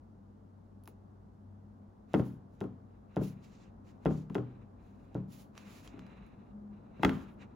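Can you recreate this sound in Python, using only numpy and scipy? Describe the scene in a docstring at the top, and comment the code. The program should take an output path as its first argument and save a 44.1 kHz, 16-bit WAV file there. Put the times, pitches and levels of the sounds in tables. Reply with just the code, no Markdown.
"""A low room hum and rumble come first: filtered noise and wavering tones in a small room.
Skin then ticks and slides on glass: short coloured bursts with a ring, and grainy noise strokes.
Fingertips tap a screen protector down onto a phone lying on a desk. Each tap rings modes of glass, phone
and desk top, which booms; the phone rocks and lands again. A close stereo microphone hears it."""
import sys
import numpy as np
from scipy import signal
from scipy.fft import rfft, irfft, next_fast_len
from scipy.io import wavfile

SR = 44100
rng = np.random.default_rng(int(sys.argv[2]) if len(sys.argv) > 2 else 0)


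def generate_wav(sig):
    """Save sig (samples, or channels by samples) to the path in sys.argv[1] as 16-bit PCM at SR."""
    pcm = np.round(np.clip(np.atleast_2d(sig).T, -1, 1) * 32767).astype(np.int16)
    wavfile.write(sys.argv[1], SR, pcm)


N = 332955
TIME = np.arange(N) / SR  # seconds into the scene
AGE = TIME[:int(.65 * SR)]  # seconds since an event began; no single event lasts longer

# Event levels stand before the trims of their layer; colours are relative.

# Room noise all around the microphone. Each row: frequency in Hz, density in dB per Hz.
AIR_COLOUR = [(20, -16), (35, -10.5), (52, 4), (75, -6), (130, -2.5), (165, -4), (220, 1), (330, -9.5),
              (500, -15.5), (850, -19), (1400, -28.5), (2400, -44), (6500, -49), (15000, -56.5)]
# Its spread around the microphone. Each row: frequency in Hz, side relative to mid in dB.
AIR_WIDTH = [(60, -16), (110, -15.5), (200, -8), (380, -3), (700, 1.5), (1290, 2.5), (2380, -6), (4400, 0),
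             (8120, -4.5), (15000, -6)]
AIR_DB, AIR_DRIFT_DB_PER_S, RUMBLE_TOP_HZ = -59.5, 0.6431, 1800  # only the rumble drifts
# Two hum tones: pitch, level at the start, slow drift.
LOW_HUM_HZ, LOW_HUM_DB, LOW_HUM_DRIFT_DB_PER_S = 96.5, -57, -0.52
UPPER_HUM_HZ, UPPER_HUM_DB, UPPER_HUM_DRIFT_DB_PER_S = 200, -68, .5
# Soft drones that swell and fade. Each row: peak in seconds, half length in seconds (to 1/e),
# frequency in Hz, level in dB.
DRONES = [(1.5, 0.1, 97, -50), (1.748, 0.39, 207.1, -59.5), (5.663, .14, 206, -57.5),
          (6.631, 0.13, 207, -43.5)]

# Light ticks of skin, nail and pull tab on the glass. Each row: start in seconds, level in dB,
# body below 3 kHz in dB, snap above 9 kHz in dB, ring in Hz.
TICKS = [(0.837, -62, -18, 9, 4520), (0.857, -55.5, -13, -1, 5430), (.876, -45.5, -0.5, 3, 2880),
         (2.639, -58, -6, -2, 2940), (4.299, -56.5, 5, -6, 3600), (5.553, -56, 1, -13, 2250),
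         (5.578, -38.5, -4.5, -14, 5760), (5.876, -40, -11, -20, 3280), (5.993, -47, -1, -16, 3600),
         (6.066, -57, -5, -10, 4950), (6.2654, -65, -7, 0, 6660), (7.032, -42.5, 15, 0, 1900),
         (7.048, -27, 5, -23, 2650), (7.094, -40, 7, -7, 2700)]
# Skin meets the glass just before the knock of every tap.
TOUCH_LEAD_S, TOUCH_BODY_DB, TOUCH_SNAP_DB, TOUCH_HZ = 0.0053, -11, -11, 3840

# Soft presses that only nudge the phone; the first row is a light knock of the pull tab. Each row: start in
# seconds, # knock in dB, desk boom in dB relative to the knock, then the Hz at which desk and phone are driven
# most.
PRESSES = [(0.879, -46, -10, 900, 900), (4.301, -41.5, 9.5, 194, 990), (5.937, -46.5, 5, 310, 383),
           (5.978, -43, 3, 192, 433), (6.995, -40, 7.5, 230, 560)]
PRESS_CLACK_DB = -21  # glass clack relative to the knock
# Finger taps; the frame then catches on the desk, chatters once, rocks back and lands.
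# Each row: start in seconds, knock in dB, desk boom and glass clack in dB relative to the knock,
# skin touch in dB, Hz at which desk and phone are driven most, catch after seconds, catch in dB relative
# to the knock, landing after seconds, landing in dB relative to the knock, Hz of desk and phone at landing.
TAPS = [(2.140, -15, -5, -19.5, -43, 250, 673, 0.0065, -7, .056, -8.5, 161, 590),
        (2.611, -24.5, -6.5, -24, -44, 178, 390, 0.0066, -18, .029, -6.5, 120, 420),
        (3.1669, -21, -3.5, -26.5, -44.5, 196, 675, 0.0066, -8.5, .046, -8, 163, 587),
        (4.057, -17, -5, -23.5, -46.5, 190, 665, 0.0066, -5.5, .051, -11.5, 148, 624),
        (4.352, -19.5, -6.5, -18.5, -39, 330, 390, .007, -20, .029, -6.5, 122, 428),
        (5.151, -29.5, 3, -31, -51, 173, 640, 0.0072, -12, .026, -13, 165, 434),
        (7.033, -18, -4, -6.5, -44, 285, 866, 0.015, -0.5, .060, -6, 270, 340)]
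# Boom is relative to its own blow; clack is added to that of the tap.
CATCH_BOOM_DB, CATCH_CLACK_DB, CATCH_HZ = 2, 4.5, 393  # brighter than its tap
# A dull bump part of the way to the landing, its level relative to the knock.
CHATTER_SHARE, CHATTER_DB, CHATTER_BOOM_DB, CHATTER_CLACK_DB = .36, -15.5, 5, -3
LANDING_BOOM_DB, LANDING_CLACK_DB = -2, -5  # duller than its tap

# Modes of the desk top. Each row: frequency in Hz, level in dB, t60 in seconds.
DESK = [(106.1, -11, 0.34), (123.24, 0, 0.58), (155.24, -3, 0.56), (191.35, -0.5, 0.49), (236, 0, 0.18),
        (266.2, 0, 0.19), (302.3, -6, 0.21), (338.6, -7.5, 0.11), (402, -3, 0.17)]
# Modes of the phone lying on the desk. Each row: frequency in Hz, level in dB, t60 in seconds.
PHONE = [(354, 8.5, 0.11), (395.5, -5.5, 0.64), (436.4, 13.5, 0.17), (543, 3, 0.25), (766, 2, 0.18),
         (794, -4.5, 0.097), (873, -9, 0.31), (1018, -18.5, 0.31), (1283, -10, 0.21)]
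# Modes of glass and frame. Each row: frequency in Hz, level in dB, t60 in seconds.
GLASS = [(1370, 0.5, 0.069), (1557, -14, 0.15), (1830, -9, 0.056), (2053, -4.5, 0.033), (2568, -4, 0.031),
         (2723, -8, 0.029), (3310, -4.5, 0.031), (3780, -25.5, 0.078)]
# Dense, unresolved ringing of desk, phone and glass. Each row: frequency in Hz, level in dB.
BOOM_COLOUR = [(30, -32), (60, -4.5), (120, -1), (260, 3), (400, -14), (700, -23.5)]
KNOCK_COLOUR = [(180, -14), (370, 13.5), (550, -3), (780, -6.5), (1100, -10), (1550, -18.5), (1900, -41),
                (3000, -52.5)]
CLACK_COLOUR = [(600, 4), (1350, 7), (2000, -3.5), (2700, -8.5), (3200, -6.5), (3700, -14), (4600, -19.5),
                (6500, -28), (8500, -28), (15500, -30)]

# Skin on glass: low brush, hiss, fine sheen. Each row: frequency in Hz, level in dB.
BRUSH_COLOUR = [(500, 8), (1100, 8.5), (1800, 4.5), (2300, 4.5), (2750, 5.5), (3150, -10), (4000, -0.5),
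                (5200, -59)]
HISS_COLOUR = [(2200, 2), (4000, 1.5), (5500, 0), (7200, 2), (8600, -8.5), (11000, -25.5)]
SHEEN_COLOUR = [(7500, -28), (9800, -1), (12000, -4), (13600, -0.5), (15500, -4)]
# A fingertip slides on the glass. Each row: start in seconds, length in seconds, hiss in dB,
# fine sheen in dB relative to the hiss.
SLIDES = [(2.127, .07, -64.5, -1.5), (2.199, 0.13, -73.5, 0), (2.484, 0.067, -80, -5),
          (3.182, 0.1, -59.5, -2), (3.382, 0.12, -70, -12), (3.496, 0.14, -71.5, -20),
          (3.817, 0.092, -73.5, -11.5), (4.058, .14, -66, -8.5), (4.774, 0.28, -86.5, -4.5),
          (5.266, 0.15, -63.5, -1.5), (5.524, 0.16, -70, -8), (5.664, 0.19, -64, -5.5),
          (7.085, 0.14, -69.5, -5), (7.28, 0.051, -84, 6), (7.372, 0.049, -74, -32)]
SLIDE_BRUSH_DB = -11.5  # soft brush under the hiss
# A hand brushes over desk and phone. Each row: start in seconds, length in seconds, level in dB.
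BRUSHES = [(2.85, .11, -79), (3.058, .1, -70.5), (3.27, 0.42, -73.5), (3.813, 0.13, -76),
           (4.418, 0.22, -74), (4.74, 0.42, -77.5), (5.514, 0.37, -65), (5.87, 0.467, -65),
           (6.338, 0.15, -75.5), (6.673, 0.64, -79), (6.91, .11, -69), (7.141, 0.17, -70.5),
           (7.36, 0.073, -59), (7.45, 0.11, -81)]
BRUSH_HISS_DB, BRUSH_SHEEN_DB = -19.5, -30.5  # faint treble over the brush
# The hand brushes in ahead of each tap: level relative to the knock, treble relative to the brush.
APPROACH_S, APPROACH_DB, APPROACH_HISS_DB, APPROACH_SHEEN_DB = 0.079, -51.5, -7.5, -15.5
# Every stroke swells and sags by this much per stroke length; past its length a release adds to the sag.
STROKE_ATTACK_S, STROKE_SAG_DB, STROKE_RELEASE_T60_S = 0.058, 3.5, 0.21
# Early echoes of the sliding skin from desk and phone. Each row: delay in seconds, level in dB.
ECHOES = [(.0007, -41), (.0017, -31.5), (.0043, -15)]

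# Stereo width of everything close by. Each row: frequency in Hz, side relative to mid in dB.
WIDTH = [(60, -19), (120, -13), (250, -9), (500, -6), (1000, -3), (2400, -5), (5000, -5), (9000, -9),
         (15000, -12)]
# Lean of the two microphone ports. Each row: frequency in Hz, left minus right in dB.
BALANCE_DB = [(60, 2), (200, 1.95), (380, 2), (680, 0), (1200, 2.5), (2400, -5.5), (4400, -3.5),
              (9000, -0.5)]
PORT_LAG_S, PORT_LAG_FROM_HZ = .000208, 6300  # right port behind left, above this frequency
TOP_HZ = 15900


def undb(db):
    """Decibels to gain."""
    return 10 ** (np.asarray(db) / 20)


def response(f, points):
    """Gain at each frequency through (Hz, dB) points, with a second-order skirt beyond either end."""
    hz, db = np.transpose(points)
    skirts = np.minimum(f / hz[0], 1) ** 2 * np.minimum(hz[-1] / f, 1) ** 2
    return skirts * undb(np.interp(np.log(f), np.log(hz), db))


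def frequencies(size):
    """Spectrum bins in Hz, kept above zero for the logarithm."""
    return np.maximum(np.fft.rfftfreq(size, 1 / SR), 1)


def shape(x, points):
    """Filter by a spectrum of (Hz, dB) points."""
    size = next_fast_len(x.shape[-1] + 2048)
    return irfft(rfft(x, size) * response(frequencies(size), points), size)[..., :x.shape[-1]]


def noise(colour, size, width=WIDTH):
    """Stereo noise from independent mid and side; the mid has rms 1 and the width table scales the side."""
    mid, side = shape(rng.standard_normal((2, size)), colour)
    side = shape(side, width)
    return np.array([mid + side, mid - side]) / np.std(mid)


def walk(rate):
    """Random wander of spread 1 along straight lines, rate steps a second; holds after 4096 steps."""
    steps = np.interp(TIME * rate, np.arange(4096), rng.standard_normal(4096))
    return steps / np.std(steps)


def fade(t60):
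    """Exponential decay by 60 dB in t60 seconds."""
    return np.exp(-np.log(1000) * AGE / t60)


def add(out, s, sound):
    """Mix a sound in at a time."""
    start = max(int(s * SR), 0)
    out[:, start:start + sound.shape[-1]] += sound[..., :N - start]


def tone(hz, waver, rate):
    """A hum whose strength and phase waver."""
    wander = 1 + waver * (walk(rate) + 1j * walk(rate))
    return np.real(wander * np.exp(2j * np.pi * hz * TIME))


def background():
    """Room rumble that slowly grows under a steady hiss, two wavering hum tones and passing drones."""
    air = noise(AIR_COLOUR, N, AIR_WIDTH) * undb(AIR_DB)
    rumble = shape(air, [(1, 0), (RUMBLE_TOP_HZ, 0)])
    hiss = air - rumble
    rumble_gain = undb(AIR_DRIFT_DB_PER_S * TIME + 0.4 * walk(5.1))
    low = tone(LOW_HUM_HZ, waver=0.23, rate=7.8) * undb(LOW_HUM_DB + LOW_HUM_DRIFT_DB_PER_S * TIME)
    upper = tone(UPPER_HUM_HZ, waver=1.0, rate=18) * undb(UPPER_HUM_DB + UPPER_HUM_DRIFT_DB_PER_S * TIME)
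    drones = np.zeros(N)
    for s, half_s, hz, db in DRONES:
        swell = np.exp(-((TIME - s) / half_s) ** 2)
        drones += tone(hz, waver=0.07, rate=7.2) * undb(db) * swell
    return hiss + rumble * rumble_gain + low + upper + drones


def impulse(colour):
    """The most compact causal (minimum-phase) pulse that has this colour; energy 1."""
    cepstrum = irfft(np.log(response(frequencies(len(AGE)), colour)), len(AGE))
    cepstrum[1:] *= 2 * (AGE[1:] < AGE[-1] / 2)  # fold onto positive time
    pulse = irfft(np.exp(rfft(cepstrum)), len(AGE))
    return pulse / np.linalg.norm(pulse)


def wash(colour, t60, room_db, room_t60, rise_s, pulse_db):
    """A first pulse, dense ringing that dies away, then its reverberation in the room."""
    direct = fade(t60) * (1 - np.exp(-AGE / rise_s))
    room = undb(room_db) * fade(room_t60) * (1 - np.exp(-AGE / 0.0044))
    envelope = np.hypot(direct, room)
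    dense = noise(colour, len(AGE)) * envelope
    dense = dense / np.linalg.norm(dense.mean(axis=0))
    return np.linalg.norm(envelope) * (dense + undb(pulse_db) * impulse(colour))


def ticks():
    """Tiny contacts as skin meets or leaves the glass, each with a brief ring; one leads every tap."""
    out = np.zeros((2, N))
    body = wash(BRUSH_COLOUR, t60=0.011, room_db=-21, room_t60=0.22, rise_s=0.00029, pulse_db=9.0)
    hiss = wash(HISS_COLOUR, t60=0.013, room_db=-18, room_t60=0.2, rise_s=0.0012, pulse_db=1.0)
    snap = wash(SHEEN_COLOUR, t60=0.0069, room_db=-15.0, room_t60=0.095, rise_s=0.0005, pulse_db=-0.5)
    touches = [(s - TOUCH_LEAD_S, touch_db, TOUCH_BODY_DB, TOUCH_SNAP_DB, TOUCH_HZ)
               for s, _, _, _, touch_db, *_ in TAPS]
    for s, db, body_db, snap_db, hz in TICKS + touches:
        ring = undb(-5.5) * fade(0.022) * np.sin(2 * np.pi * hz * AGE)
        tick = undb(body_db) * body + undb(-2) * hiss + undb(snap_db + 6) * snap + ring
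        add(out, s, undb(db) * tick)
    return out * undb(-8)


def modes(table, build_s):
    """The free swing of each mode; all fall into step once the blow has spread through the body."""
    swell = 1 - np.exp(-2 * AGE / build_s)
    return np.array([swell * fade(t60) * np.sin(2 * np.pi * hz * (AGE - build_s)) for hz, _, t60 in table])


def drive(table, centre_hz, focus_db):
    """Where and how softly a blow lands sets which modes it drives hardest; focus in dB per octave."""
    hz, db, _ = np.transpose(table)
    gain = undb(db - focus_db * np.abs(np.log2(hz / centre_hz)))
    return gain / np.linalg.norm(gain)


def bounce(hz, rise_s):
    """The phone on its soft contact with the desk: a few cycles that swell and die at once."""
    age = AGE / rise_s
    return age ** 2 * np.exp(2 - 2 * age) * np.sin(2 * np.pi * hz * AGE)


def blows():
    """A tap is four blows (knock, catch, chatter, landing), a press is one."""
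    # each blow: seconds, dB, boom dB, clack dB, desk Hz, phone Hz
    for (s, db, boom_db, clack_db, _, desk_hz, phone_hz,
         catch_s, catch_db, landing_s, landing_db, *landing_hz) in TAPS:
        yield s, db, boom_db, clack_db, desk_hz, phone_hz
        yield s + catch_s, db + catch_db, CATCH_BOOM_DB, clack_db + CATCH_CLACK_DB, desk_hz, CATCH_HZ
        chatter_s = s + CHATTER_SHARE * landing_s
        yield chatter_s, db + CHATTER_DB, CHATTER_BOOM_DB, clack_db + CHATTER_CLACK_DB, desk_hz, CATCH_HZ
        yield s + landing_s, db + landing_db, LANDING_BOOM_DB, clack_db + LANDING_CLACK_DB, *landing_hz
    for s, db, boom_db, desk_hz, phone_hz in PRESSES:
        yield s, db, boom_db, PRESS_CLACK_DB, desk_hz, phone_hz


def taps():
    """Every tap or press rings the same glass, phone and desk; the glass modes build up fastest."""
    out = np.zeros((2, N))
    desk, phone = modes(DESK, build_s=0.00682), modes(PHONE, build_s=.008)
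    body = undb(-8.5) * wash(KNOCK_COLOUR, t60=0.13, room_db=-15.0, room_t60=0.39,
                             rise_s=0.00055, pulse_db=-9.5)
    glass = undb(-2) * (drive(GLASS, centre_hz=2140, focus_db=12) @ modes(GLASS, build_s=0.001068))
    clack = glass + undb(4.0) * wash(CLACK_COLOUR, t60=0.019, room_db=-24.5, room_t60=0.51,
                                     rise_s=0.00037, pulse_db=-12.5)
    for s, db, boom_db, clack_db, desk_hz, phone_hz in blows():
        boom = undb(-2.0) * (drive(DESK, desk_hz, focus_db=12.5) @ desk)
        boom = boom + undb(-9.5) * wash(BOOM_COLOUR, t60=0.22, room_db=-2.5, room_t60=0.5,
                                        rise_s=0.0082, pulse_db=-35.5)
        phone_ring = undb(-11.5) * (drive(PHONE, phone_hz, focus_db=1.5) @ phone)
        knock = undb(-1.5) * bounce(phone_hz, rise_s=0.0015) + phone_ring + body
        add(out, s, undb(db) * (undb(boom_db) * boom + knock + undb(clack_db) * clack))
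    return out * undb(-2)


def strokes():
    """Strength of hiss, brush and sheen over time: all strokes share one attack, sag and release."""
    # each row: seconds, length, then hiss, brush and sheen in dB
    rows = [(s, length, db, db + SLIDE_BRUSH_DB, db + sheen_db) for s, length, db, sheen_db in SLIDES]
    rows += [(s, length, db + BRUSH_HISS_DB, db, db + BRUSH_SHEEN_DB) for s, length, db in BRUSHES]
    for s, knock_db, *_ in TAPS:
        db = knock_db + APPROACH_DB
        rows.append((s - APPROACH_S, APPROACH_S, db + APPROACH_HISS_DB, db, db + APPROACH_SHEEN_DB))
    effort = np.zeros((3, N))
    attack = np.minimum(AGE / STROKE_ATTACK_S, 1) ** 2
    for s, length, *levels_db in rows:
        sag = undb(-STROKE_SAG_DB * AGE / length)
        release = np.exp(-np.log(1000) * np.maximum(AGE - length, 0) / STROKE_RELEASE_T60_S)
        add(effort, s, np.outer(undb(levels_db), attack * sag * release))
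    return effort


def slides():
    """Skin ridges catch and let go: a grainy hiss follows each stroke, combed by nearby surfaces."""
    dry = np.zeros((2, N))
    grip = undb(2.04 * walk(45) + 0.5 * walk(600))
    layers = [(HISS_COLOUR, -2.5), (BRUSH_COLOUR, -1), (SHEEN_COLOUR, 0)]  # colour, trim in dB
    for effort, (colour, trim_db) in zip(strokes(), layers):
        dry += noise(colour, N) * effort * undb(trim_db) * grip
    out = dry.copy()
    for delay_s, db in ECHOES:
        add(out, delay_s, undb(db) * dry)
    return out


def microphone(sound):
    """Two ports: each band leans a little to one side; the high treble reaches the right port later."""
    size = next_fast_len(N + 2048)
    f = frequencies(size)
    hz, db = np.transpose(BALANCE_DB)
    lean = undb(np.interp(np.log(f), np.log(hz), db) / 2)  # half of the lean to each port
    turn = np.exp(1j * np.pi * PORT_LAG_S * np.maximum(f - PORT_LAG_FROM_HZ, 0))  # half of the lag
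    ports = np.array([lean * turn, 1 / (lean * turn)])
    return irfft(rfft(sound, size) * ports, size)[:, :N]


def scene():
    """Everything at the desk, as the two ports hear it."""
    return microphone(background() + ticks() + taps() + slides())


def record(dry):
    """The recorder cuts the top with a steep elliptic low-pass."""
    return signal.sosfilt(signal.ellip(8, .2, 70, TOP_HZ, fs=SR, output="sos"), dry)


dry = scene()
out = record(dry)
generate_wav(out)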